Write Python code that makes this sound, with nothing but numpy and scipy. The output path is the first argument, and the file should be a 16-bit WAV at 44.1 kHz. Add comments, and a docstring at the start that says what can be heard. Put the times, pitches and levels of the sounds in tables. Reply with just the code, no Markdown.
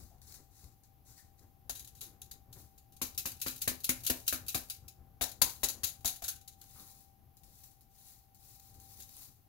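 """Small dried fish are stirred by hand in a steel mesh strainer, then tossed, patted from the side and stirred again.
Filtered random clicks make the fine hiss of rubbing and the swarm of tiny dry contacts after each jolt.
When the whole heap lands, noise bursts give knocks and deep thuds, and fading sine tones ring the bowl.
Fingers snap a fish, nudge the bowl or squeak on its rim.
The small kitchen adds scattered echoes, moving air, handling rumble and an appliance's hum and faint whine."""
import sys
import numpy as np
from scipy import signal
from scipy.fft import rfft, irfft
from scipy.io import wavfile

SR = 44100
rng = np.random.default_rng(int(sys.argv[2]) if len(sys.argv) > 2 else 0)


def output_pcm(signal):
    """Save a mono or channel-first signal as 16-bit PCM at the path in sys.argv[1].

    Samples are clipped to [-1, 1] before scaling.
    """
    pcm = np.clip(np.atleast_2d(signal).T, -1, 1) * 32767
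    wavfile.write(sys.argv[1], SR, np.round(pcm).astype(np.int16))


N = 418068
TIME = np.arange(N) / SR  # seconds
SWARM_RISE_S = 0.002  # a swarm of contacts builds up this fast

# The heap hits the bowl. Each row: start in seconds, relative clatter level in dB, relative knock level in dB,
# knock pitch in Hz, swarm decay in seconds.
LANDINGS = [(1.6944, -30.5, -46.5, 720, 0.01), (3.0152, -30.5, -38, 1060, 0.025),
            (3.2551, -31, -41, 870, 0.024), (3.4625, -33.5, -38, 1370, 0.04),
            (3.6755, -25, -32, 1000, 0.016), (3.8913, -21, -32, 2000, 0.0089),
            (4.098, -21.5, -30.5, 680, 0.0083), (4.3253, -28, -35.5, 1470, 0.018),
            (4.5448, -25.5, -34.5, 770, .018), (5.2104, -29.5, -33, 740, 0.013),
            (5.416, -16, -32, 960, .009), (5.6322, -27, -35, 624, 0.01), (5.8333, -28, -45, 690, 0.014),
            (6.0462, -29.5, -39.5, 712, 0.035), (6.22, -41.5, -50.5, 705, 0.022)]
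# Loose fish are flung against the mesh. Each row: start in seconds, relative clatter level in dB,
# swarm decay in seconds.
RATTLES = [(1.751, -40, 0.016), (1.7925, -42, 0.011), (1.8453, -43.5, 0.0045), (1.873, -48.5, .012),
           (1.949, -56, 0.056), (2.008, -39.5, 0.031), (2.216, -41.5, 0.0048), (2.311, -42.5, 0.012),
           (2.5264, -45, 0.0081), (2.7773, -55.5, 0.011), (2.921, -57.5, 0.013), (2.9642, -52, 0.0067),
           (3.176, -29.5, 0.016), (3.3174, -40, 0.0043), (3.4142, -30.5, 0.015), (3.4797, -32, 0.0043),
           (3.6158, -28.5, .012), (3.842, -23, 0.0048), (4.0639, -23.5, .011), (4.2774, -23, .011),
           (4.4816, -28, .012), (4.6979, -32.5, 0.011), (4.8796, -44, 0.0063), (5.218, -25, 0.0078),
           (5.235, -29, .006), (5.4423, -30.5, .005), (5.495, -35.5, 0.0062), (5.6375, -21, 0.0079),
           (5.685, -29, .013), (5.8392, -26, 0.0078), (5.8683, -34.5, 0.02), (6.054, -25, 0.0095),
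           (6.075, -29.5, 0.014), (6.2383, -33.5, 0.015), (6.279, -30, 0.018), (6.4107, -51.5, 0.0062),
           (6.476, -41.5, 0.0081), (6.6127, -49, .01), (8.9996, -44.5, 0.0097), (9.0206, -44, 0.009)]
# How far the hold is two-handed tossing rather than patting the side. Each row: time in seconds, share from 0 to 1.
TOSSING = [(2.7, 0), (2.95, 1), (4.9, 1), (5.1, 0)]


def amp(db):
    """Turns decibels into a gain."""
    return 10 ** (np.asarray(db) / 20)


def evened(x):
    """Scales a sound to an rms strength of 1."""
    return x / np.sqrt(np.mean(x ** 2) + 1e-20)


def read(points, hz):
    """Reads a table between its rows, on a log-frequency axis."""
    f, value = np.transpose(points)
    return np.interp(np.log(hz + 1), np.log(f + 1), value)


def curve(rows):
    """Joins rows of (seconds, value) by straight lines over the whole scene."""
    return np.interp(TIME, *np.transpose(rows))


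def add(mix, s, sound):
    """Mixes a sound in at time s."""
    part = mix[max(round(s * SR), 0):][:len(sound)]
    part += sound[:len(part)]


def drift(per_s):
    """A random curve of about unit size that heads for a new value per_s times a second."""
    knots = rng.standard_normal(3000)
    return np.interp(TIME * per_s, np.arange(len(knots)), knots)


def colour(x, spectrum, size=4096):
    """Filters with the given spectrum; the filter has energy 1 and never sounds ahead of its input."""
    hz = abs(np.fft.fftfreq(size, 1 / SR))
    log_gain = np.log(amp(np.maximum(read(spectrum, hz), -100)))
    # The Hilbert transform finds the phase that puts the energy as early as possible.
    taps = np.fft.ifft(np.exp(np.conj(signal.hilbert(log_gain)))).real[:size // 2]
    return signal.oaconvolve(np.atleast_2d(x), taps[None] / np.linalg.norm(taps), axes=1)[:, :N]


def blended(x, shares, first, second):
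    """Moves between two colours as the hands change their hold."""
    share = curve(shares)
    return colour(x * share, first) + colour(x * (1 - share), second)


def resonate(x, hz, q):
    """One resonance of gain 1; a higher q makes it narrower."""
    return signal.lfilter(*signal.iirpeak(hz, q, fs=SR), x)


def ring(modes, uneven_db=2):
    """Dying sine tones; each blow shares its energy among them differently."""
    t = TIME[:SR // 2]
    total = np.zeros(len(t))
    for hz, db, t60 in modes:
        fade = np.exp(-np.log(1000) * t / t60)
        total += amp(db + uneven_db * rng.standard_normal()) * fade * np.sin(2 * np.pi * hz * t)
    return total


def contacts(per_s, spread_db):
    """Tiny contacts as random clicks of uneven size, with rms 1 overall."""
    size = amp(spread_db * np.minimum(rng.exponential(1, N), 4))
    struck = rng.random(N) < per_s / SR
    return evened(size * rng.choice([-1, 1], N) * struck)


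def swarm(rows):
    """Strength of the contacts after each jolt: it swells quickly and dies as the fish settle."""
    power, t = np.zeros(N), TIME[:SR // 2]
    for s, db, rise, decay in rows:
        shape = (1 - np.exp(-(t / rise) ** 2)) * np.exp(-t / decay)
        add(power, s, (amp(db) * shape / shape.max()) ** 2)
    return np.sqrt(power)


def paths(lag_s, near_db, room_db, near_decay_s):
    """From one spot to the two microphones: direct sound, left first; scatter off bowl and hob; then the walls."""
    # How fast echoes die. Each row: frequency in Hz, time to fall by 60 dB in seconds.
    echo_times = [(100, 0.28), (500, 0.33), (2000, 0.27), (6000, 0.25), (15000, 0.21)]
    t = TIME[:SR // 3]
    scatter = rng.standard_normal((2, len(t))) * np.exp(-t / near_decay_s) * (t > .0001)
    # Sparse wall echoes begin after 6 ms and fade at a different speed in each band.
    echoes = rng.standard_normal((2, len(t))) * (rng.random((2, len(t))) < 4000 / SR) * (t > .006)
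    hz, at, bands = signal.stft(echoes, SR, nperseg=256)
    fade = np.exp(-np.log(1000) * at / read(echo_times, hz)[:, None])
    tail = signal.istft(bands * fade, SR, nperseg=256)[1][:, :len(t)]
    out = amp(near_db) * scatter / np.linalg.norm(scatter, axis=1, keepdims=True)
    out += amp(room_db) * tail / np.linalg.norm(tail, axis=1, keepdims=True)
    out[0, 0] += 1
    out[1, round(lag_s * SR)] += 1
    return out


def kitchen(x, lag_s, near_db, room_db, near_decay_s, count=12):
    """Every few milliseconds the sound comes from a randomly chosen spot, with its own paths and colour."""
    spot = rng.integers(0, count, N // 128 + 1)[np.arange(N) // 128]
    heard = np.zeros((2, N))
    for k, lag in enumerate(lag_s * np.linspace(.8, 1.2, count)):
        from_spot = (x * (spot == k))[None]
        heard += signal.oaconvolve(from_spot, paths(lag, near_db, room_db, near_decay_s), axes=1)[:, :N]
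    return heard


def noise_pair(spectrum, apart):
    """Coloured noise for two channels; a larger apart makes them less alike."""
    mid, side = evened(colour(rng.standard_normal((2, N)), spectrum))
    return np.array([mid + apart * side, mid - apart * side])


def leaning(x, table):
    """Makes the left channel louder than the right, band by band."""
    lean_db = read(table, np.fft.rfftfreq(N, 1 / SR))
    sides = amp(np.array([lean_db, -lean_db]) / 2)
    return irfft(rfft(x) * sides / sides.mean(0), N)


def raking(swell_share=0.84, release_s=0.061):
    """Strength of the strokes: each swells over a share of its length, holds while the hand moves, and dies away."""
    # Fingers or spoon rake through the heap. Each row: start in seconds, length in seconds, relative rustle level in dB.
    strokes = [(-.04, 0.038, -56), (0.228, 0.096, -56), (0.49, 0.15, -61.5), (1.045, 0.059, -59.5),
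               (1.136, 0.051, -63), (1.37, 0.029, -68.5), (2.513, 0.1, -58), (6.56, 0.34, -55.5),
               (6.896, 0.11, -62), (7.386, 0.29, -61), (7.882, 0.25, -57.5), (8.33, 0.22, -58.5),
               (8.58, 0.12, -60), (8.72, 0.32, -55.5), (9.057, .18, -51.5)]
    power = np.zeros(N)
    for start, length, db in strokes:
        t = TIME - start
        swell = np.sin(np.pi / 2 * np.clip(t / (swell_share * length), 0, 1))
        release = np.exp(-np.maximum(t - length, 0) / release_s)
        power += (amp(db) * swell * release) ** 2
    return np.sqrt(power)


def rustle(stir_db=-2, snap_db=4, crackle_db=-9, snap_decay_s=0.00083, catch_db=1.5, catches_per_s=70):
    """Dry skins rub in a fine hiss with sparse crackles, catching and slipping; now and then one fish snaps."""
    # Single brittle fish snap under the fingers. Each row: start in seconds, relative level in dB.
    snap_rows = [(0.216, -55), (.3406, -48), (.834, -59), (1.178, -54), (6.796, -48.5), (7.0055, -56),
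                 (7.3685, -58), (7.4335, -56), (7.635, -54), (7.71, -63), (7.808, -57.5), (8.346, -56.5),
                 (8.742, -57), (8.799, -51.5), (9.166, -48)]
    # How far the rustle is muffled under a flat palm. Each row: time in seconds, share from 0 to 1.
    palm_share = [(1.45, 1), (1.7, 0)]
    # Rustle under a flat palm, then in the open. Each row: frequency in Hz, relative level in dB per Hz.
    palm_colour = [(300, -4.5), (700, -11.5), (1400, -8), (2100, -9), (3100, -16.5), (4000, -0.5),
                   (5500, -1), (7000, 2.5), (8700, -3), (10500, 0.5), (12500, -1), (16000, 0.5)]
    open_colour = [(300, -20), (700, -9.5), (1400, -14), (2200, -12), (3100, -12.5), (4000, -2), (5500, -3),
                   (7000, -0.5), (8700, -4.5), (10500, 1.5), (12500, 1.5), (16000, 2.5)]
    # The heap slides to rest after each landing, and each snap shakes the fish around it.
    settling = swarm([(s, db - 32, 0.025, 0.098) for s, db, *_ in LANDINGS])
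    shudder = swarm([(s, db - 5, SWARM_RISE_S, 0.023) for s, db in snap_rows])
    motion = np.sqrt((amp(stir_db) * raking()) ** 2 + settling ** 2 + shudder ** 2)
    motion *= amp(catch_db * drift(catches_per_s))
    hiss = contacts(per_s=10000, spread_db=1.5)
    crackles = amp(crackle_db) * contacts(per_s=93, spread_db=5.5)
    snaps = swarm([(s + 0.00074, db, .0002, snap_decay_s) for s, db in snap_rows]) * rng.choice([-1, 1], N)
    dry_sound = motion * (hiss + crackles) + amp(snap_db) * snaps
    heard = kitchen(dry_sound, lag_s=.00009, near_db=-2.5, room_db=-5, near_decay_s=0.0029)
    return blended(heard, palm_share, palm_colour, open_colour)


def background(air_db=-69, handling_db=-1, whine_hz=783.8, hum_db=-74, waver_hz=.7, lumpy_db=4.0):
    """Moving air and lumpy handling are shaped noise; an appliance's hum and wavering whine are sine tones."""
    # Moving air. Each row: frequency in Hz, relative level in dB per Hz.
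    air_colour = [(15, -35), (25, 0), (92, -3), (166, -8.5), (560, -25.5), (714, -20), (775, -13),
                  (936, -28), (1480, -31.5), (3080, -32), (6560, -34), (8830, -41.5), (10400, -28.5),
                  (14400, -21.5), (16000, -26.5)]
    # Strength of the appliance's whine. Each row: time in seconds, level in dB.
    whine_levels = [(0, -78.5), (1.8, -77.5), (2.1, -74), (5, -75), (6.95, -72), (7.25, -76.5),
                    (8.4, -77.5), (8.87, -69), (9.48, -87.5)]
    # Dull rumble of handling. Each row: time in seconds, relative level in dB.
    handling_levels = [(0, -59.5), (.6, -67), (1.4, -63), (4.7, -61.5), (6.3, -63.5), (7.2, -67.5),
                       (8.2, -70.5), (8.85, -59.5), (9.48, -70)]
    whine_phase = 2 * np.pi * np.cumsum(whine_hz + waver_hz * drift(10)) / SR
    whine = amp(curve(whine_levels)) * np.sqrt(2) * np.sin(whine_phase)
    hum = amp(hum_db) * np.sin(2 * np.pi * 120 * TIME)
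    # Each pair: frequency in Hz, relative level in dB per Hz.
    rumble = noise_pair([(20, -11), (35, -10.5), (70, 0.5), (120, -3), (160, -14), (300, -18),
                         (600, -29), (1200, -33.5), (3000, -55)], apart=0.24)
    handling = amp(handling_db + lumpy_db * drift(20)) * amp(curve(handling_levels)) * rumble
    air = amp(air_db) * noise_pair(air_colour, apart=0.79)
    return air + handling + whine + hum


def squeaks():
    """A hand rubs the rim: skin slips on it and feeds one resonance, so it sings briefly."""
    # Each row: start in seconds, relative level in dB, rise in seconds, decay in seconds, pitch in Hz, width in Hz.
    rubs = [(.10, -69.5, 0.015, 0.044, 720, 50), (1.17, -70, 0.0053, 0.047, 1840, 160),
            (6.235, -62.5, 0.0076, 0.035, 1520, 60), (6.28, -57, .004, 0.033, 1544, 60),
            (6.615, -75, 0.0054, 0.023, 1530, 80), (6.75, -68, 0.012, 0.08, 1150, 500)]
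    total = np.zeros(N)
    for s, db, rise, decay, hz, width in rubs:
        tone = evened(resonate(rng.standard_normal(N), hz, hz / width))
        total += swarm([(s, db, rise, decay)]) * tone
    return kitchen(total, lag_s=.0001, near_db=-14, room_db=-11, near_decay_s=.003, count=1)


def bumps():
    """Fingers and spoon nudge the bowl: bursts of clicks are filtered into soft, dull scuffs."""
    # Each row: start in seconds, relative level in dB, rise in seconds, decay in seconds.
    nudges = [(.38, -62, 0.014, 0.024), (1.40, -66, 0.021, 0.039), (2.01, -64.5, 0.0087, 0.16),
              (2.55, -59, 0.0082, 0.036), (5.72, -61, 0.026, 0.11), (6.78, -63, .012, 0.049),
              (9.12, -80, 0.029, 0.11)]
    # Colour of a scuff. Each row: frequency in Hz, relative level in dB per Hz.
    scuff_colour = [(100, 9), (200, 6.5), (380, 5.5), (600, -3), (1300, -8.5), (2000, -11), (4000, -33)]
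    scuffs = swarm(nudges) * contacts(per_s=2000, spread_db=2)
    heard = kitchen(scuffs, lag_s=.0001, near_db=-12, room_db=-11, near_decay_s=.004, count=2)
    return colour(heard, scuff_colour)


def strays(count=5, stray_db=-21, spread_s=0.04, uneven_db=3, decay_s=.006):
    """A few fish part from each rattle: early or late during tossing, only late otherwise."""
    rows = []
    for (s, db, _), draws in zip(RATTLES, rng.standard_normal((len(RATTLES), count, 2))):
        tossed = np.interp(s, *np.transpose(TOSSING)) > .5
        for when, size in draws:
            delay = spread_s * (when if tossed else abs(when))
            rows.append((s + delay, db + stray_db + uneven_db * size, decay_s))
    return rows


def clatter(gain_db=-1, mesh_db=-11, clumps_db=1.5, first_db=-1, first_decay_s=0.00084):
    """The first contact of each jolt cracks; then clumps of hard little bodies strike the mesh, which rings thinly."""
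    # Contacts on the mesh while tossing, then patting. Each row: frequency in Hz, relative level in dB per Hz.
    toss_colour = [(700, -40), (1300, -12), (1900, -13.5), (2500, -4.5), (3200, -8.5), (4000, -0.5),
                   (5200, -4.5), (6800, -1), (8600, -4.5), (10500, 0), (12300, 4.5), (14500, -1.5),
                   (16000, 0)]
    pat_colour = [(700, -30), (1400, -12.5), (2200, -12.5), (3200, -8), (4000, 0), (5200, -6.5), (6800, 1),
                  (8600, -6), (10500, 1), (12300, 4), (14500, -4.5), (16000, 1.5)]
    # Thin ringing of the steel mesh. Each row: pitch in Hz, relative level in dB, time to fall by 60 dB in seconds.
    mesh_modes = [(3406, -9, .04), (4000, -2, .04), (5444, -5, .04), (6523, 1, .03), (7045, -1, .04),
                  (10762, -3, .03), (11825, 0, .035), (12585, 0, .03)]
    jolts = [(s, db, decay) for s, db, _, _, decay in LANDINGS] + list(RATTLES)
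    first = swarm([(s + .001, db, .0002, first_decay_s) for s, db, _ in jolts]) * rng.standard_normal(N)
    strength = swarm([(s, db, SWARM_RISE_S, decay) for s, db, decay in jolts + strays()])
    clumps = amp(clumps_db * drift(200))
    hits = strength * clumps * contacts(per_s=4000, spread_db=1.5) + amp(first_db) * first
    heard = kitchen(hits, lag_s=.00025, near_db=-5, room_db=-6.5, near_decay_s=0.007)
    wires = ring(mesh_modes, uneven_db=1.5)
    rung = signal.oaconvolve(heard, wires[None] / np.linalg.norm(wires), axes=1)[:, :N]
    return amp(gain_db) * (blended(heard, TOSSING, toss_colour, pat_colour) + amp(mesh_db) * rung)


def bowl(knock_db=-2, ring_db=-7.0, damped_db=-8, pitch_db=4, q=4.4,
         rise_s=0.00034, decay_s=0.0094, impact_db=6, impact_decay_s=0.00055):
    """The heap knocks the slack mesh, whose pitch depends on where it lands; the bowl rings unless a palm damps it."""
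    # Knock under the falling heap, then under a pat. Each row: frequency in Hz, relative level in dB per Hz.
    toss_colour = [(40, -12.5), (75, 12), (150, 1.5), (250, 4), (350, 1), (450, -1), (700, -3), (1000, -6),
                   (1500, -3.5), (2200, -3), (3300, -10), (6000, -21)]
    pat_colour = [(40, -18), (75, 6), (150, -3), (250, -3), (400, -5.5), (550, -5), (750, -2), (1100, -9),
                  (1500, -3), (2200, -8.5), (3500, -11), (6000, -24.5)]
    # Tones of the bowl. Each row: pitch in Hz, relative level in dB, time to fall by 60 dB in seconds.
    bowl_modes = [(254, -0.5, 0.25), (321, -8, 0.19), (546, -11.5, 0.17), (940, -24.5, 0.38),
                  (2300, -12, 0.2), (3000, -17.5, .1)]
    blows, rung, t = np.zeros(N), np.zeros(N), TIME[:SR // 8]
    for s, _, blow_db, hz, _ in LANDINGS:
        fall = np.exp(-t / decay_s) + amp(impact_db) * np.exp(-t / impact_decay_s)
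        force = (1 - np.exp(-t / rise_s)) * fall
        blow = amp(blow_db) * force * rng.standard_normal(len(t))
        add(blows, s, blow + amp(pitch_db) * resonate(blow, hz, q))
        held = 1 - np.interp(s, *np.transpose(TOSSING))
        add(rung, s + .002, amp(blow_db + damped_db * held) * ring(bowl_modes))
    knock = kitchen(blows, lag_s=0.00022, near_db=-3, room_db=-4.5, near_decay_s=0.0043, count=4)
    return amp(knock_db) * blended(knock, TOSSING, toss_colour, pat_colour) + amp(ring_db) * rung


def thuds(weight_db=-47, follow=0.35, rise_s=0.0015, decay_s=0.022):
    """The hands catch the heap's weight with a soft, deep push, a little stronger after a hard knock."""
    # Weight of the heap in the hands. Each row: frequency in Hz, relative level in dB per Hz.
    push_colour = [(20, -15), (40, 1), (70, 0.5), (110, -5), (170, -21.5), (400, -28)]
    usual_db = np.mean([db for _, _, db, *_ in LANDINGS])
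    pushes = [(s, weight_db + follow * (db - usual_db), rise_s, decay_s) for s, _, db, *_ in LANDINGS]
    return swarm(pushes) * noise_pair(push_colour, apart=0.29)


def scene():
    """The strainer lies to the left of the microphones and moves as it is shaken."""
    # The strainer is carried from side to side. Each row: time in seconds, extra left over right in dB.
    place = [(1.7, 0), (2.3, -.5), (3.1, -1.2), (4.0, -1.5), (4.7, -1.7), (5.2, 2.3), (5.8, 2.3),
             (6.3, -.8)]
    # Left over right, for the strainer and then the background. Each row: frequency in Hz, difference in dB.
    strainer_lean = [(60, 3.5), (125, 13), (250, 7), (500, 5), (1000, 9.5), (2200, 7), (4200, 10.5),
                     (6300, 15.5), (8300, 6), (12500, 1.5), (15500, 13)]
    background_lean = [(60, 10), (110, 3.8), (200, 9.8), (380, 4.1), (700, 20), (1290, 2.4), (2380, 1.0),
                       (4400, 3.3), (8120, 2.5), (15000, 1.5)]
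    sway = amp(np.outer([1, -1], curve(place)) / 2)
    shaken = (clatter() + bowl() + thuds()) * sway
    strainer = shaken + rustle() + bumps() + squeaks()
    return leaning(strainer, strainer_lean) + leaning(background(), background_lean)


def record(dry, edge_hz=15800):
    """A steep low-pass filter removes the treble above its edge."""
    taps = signal.firwin(511, edge_hz, window=("kaiser", 9), fs=SR)
    return signal.oaconvolve(dry, taps[None], "same")


dry = scene()
out = record(dry)
output_pcm(out)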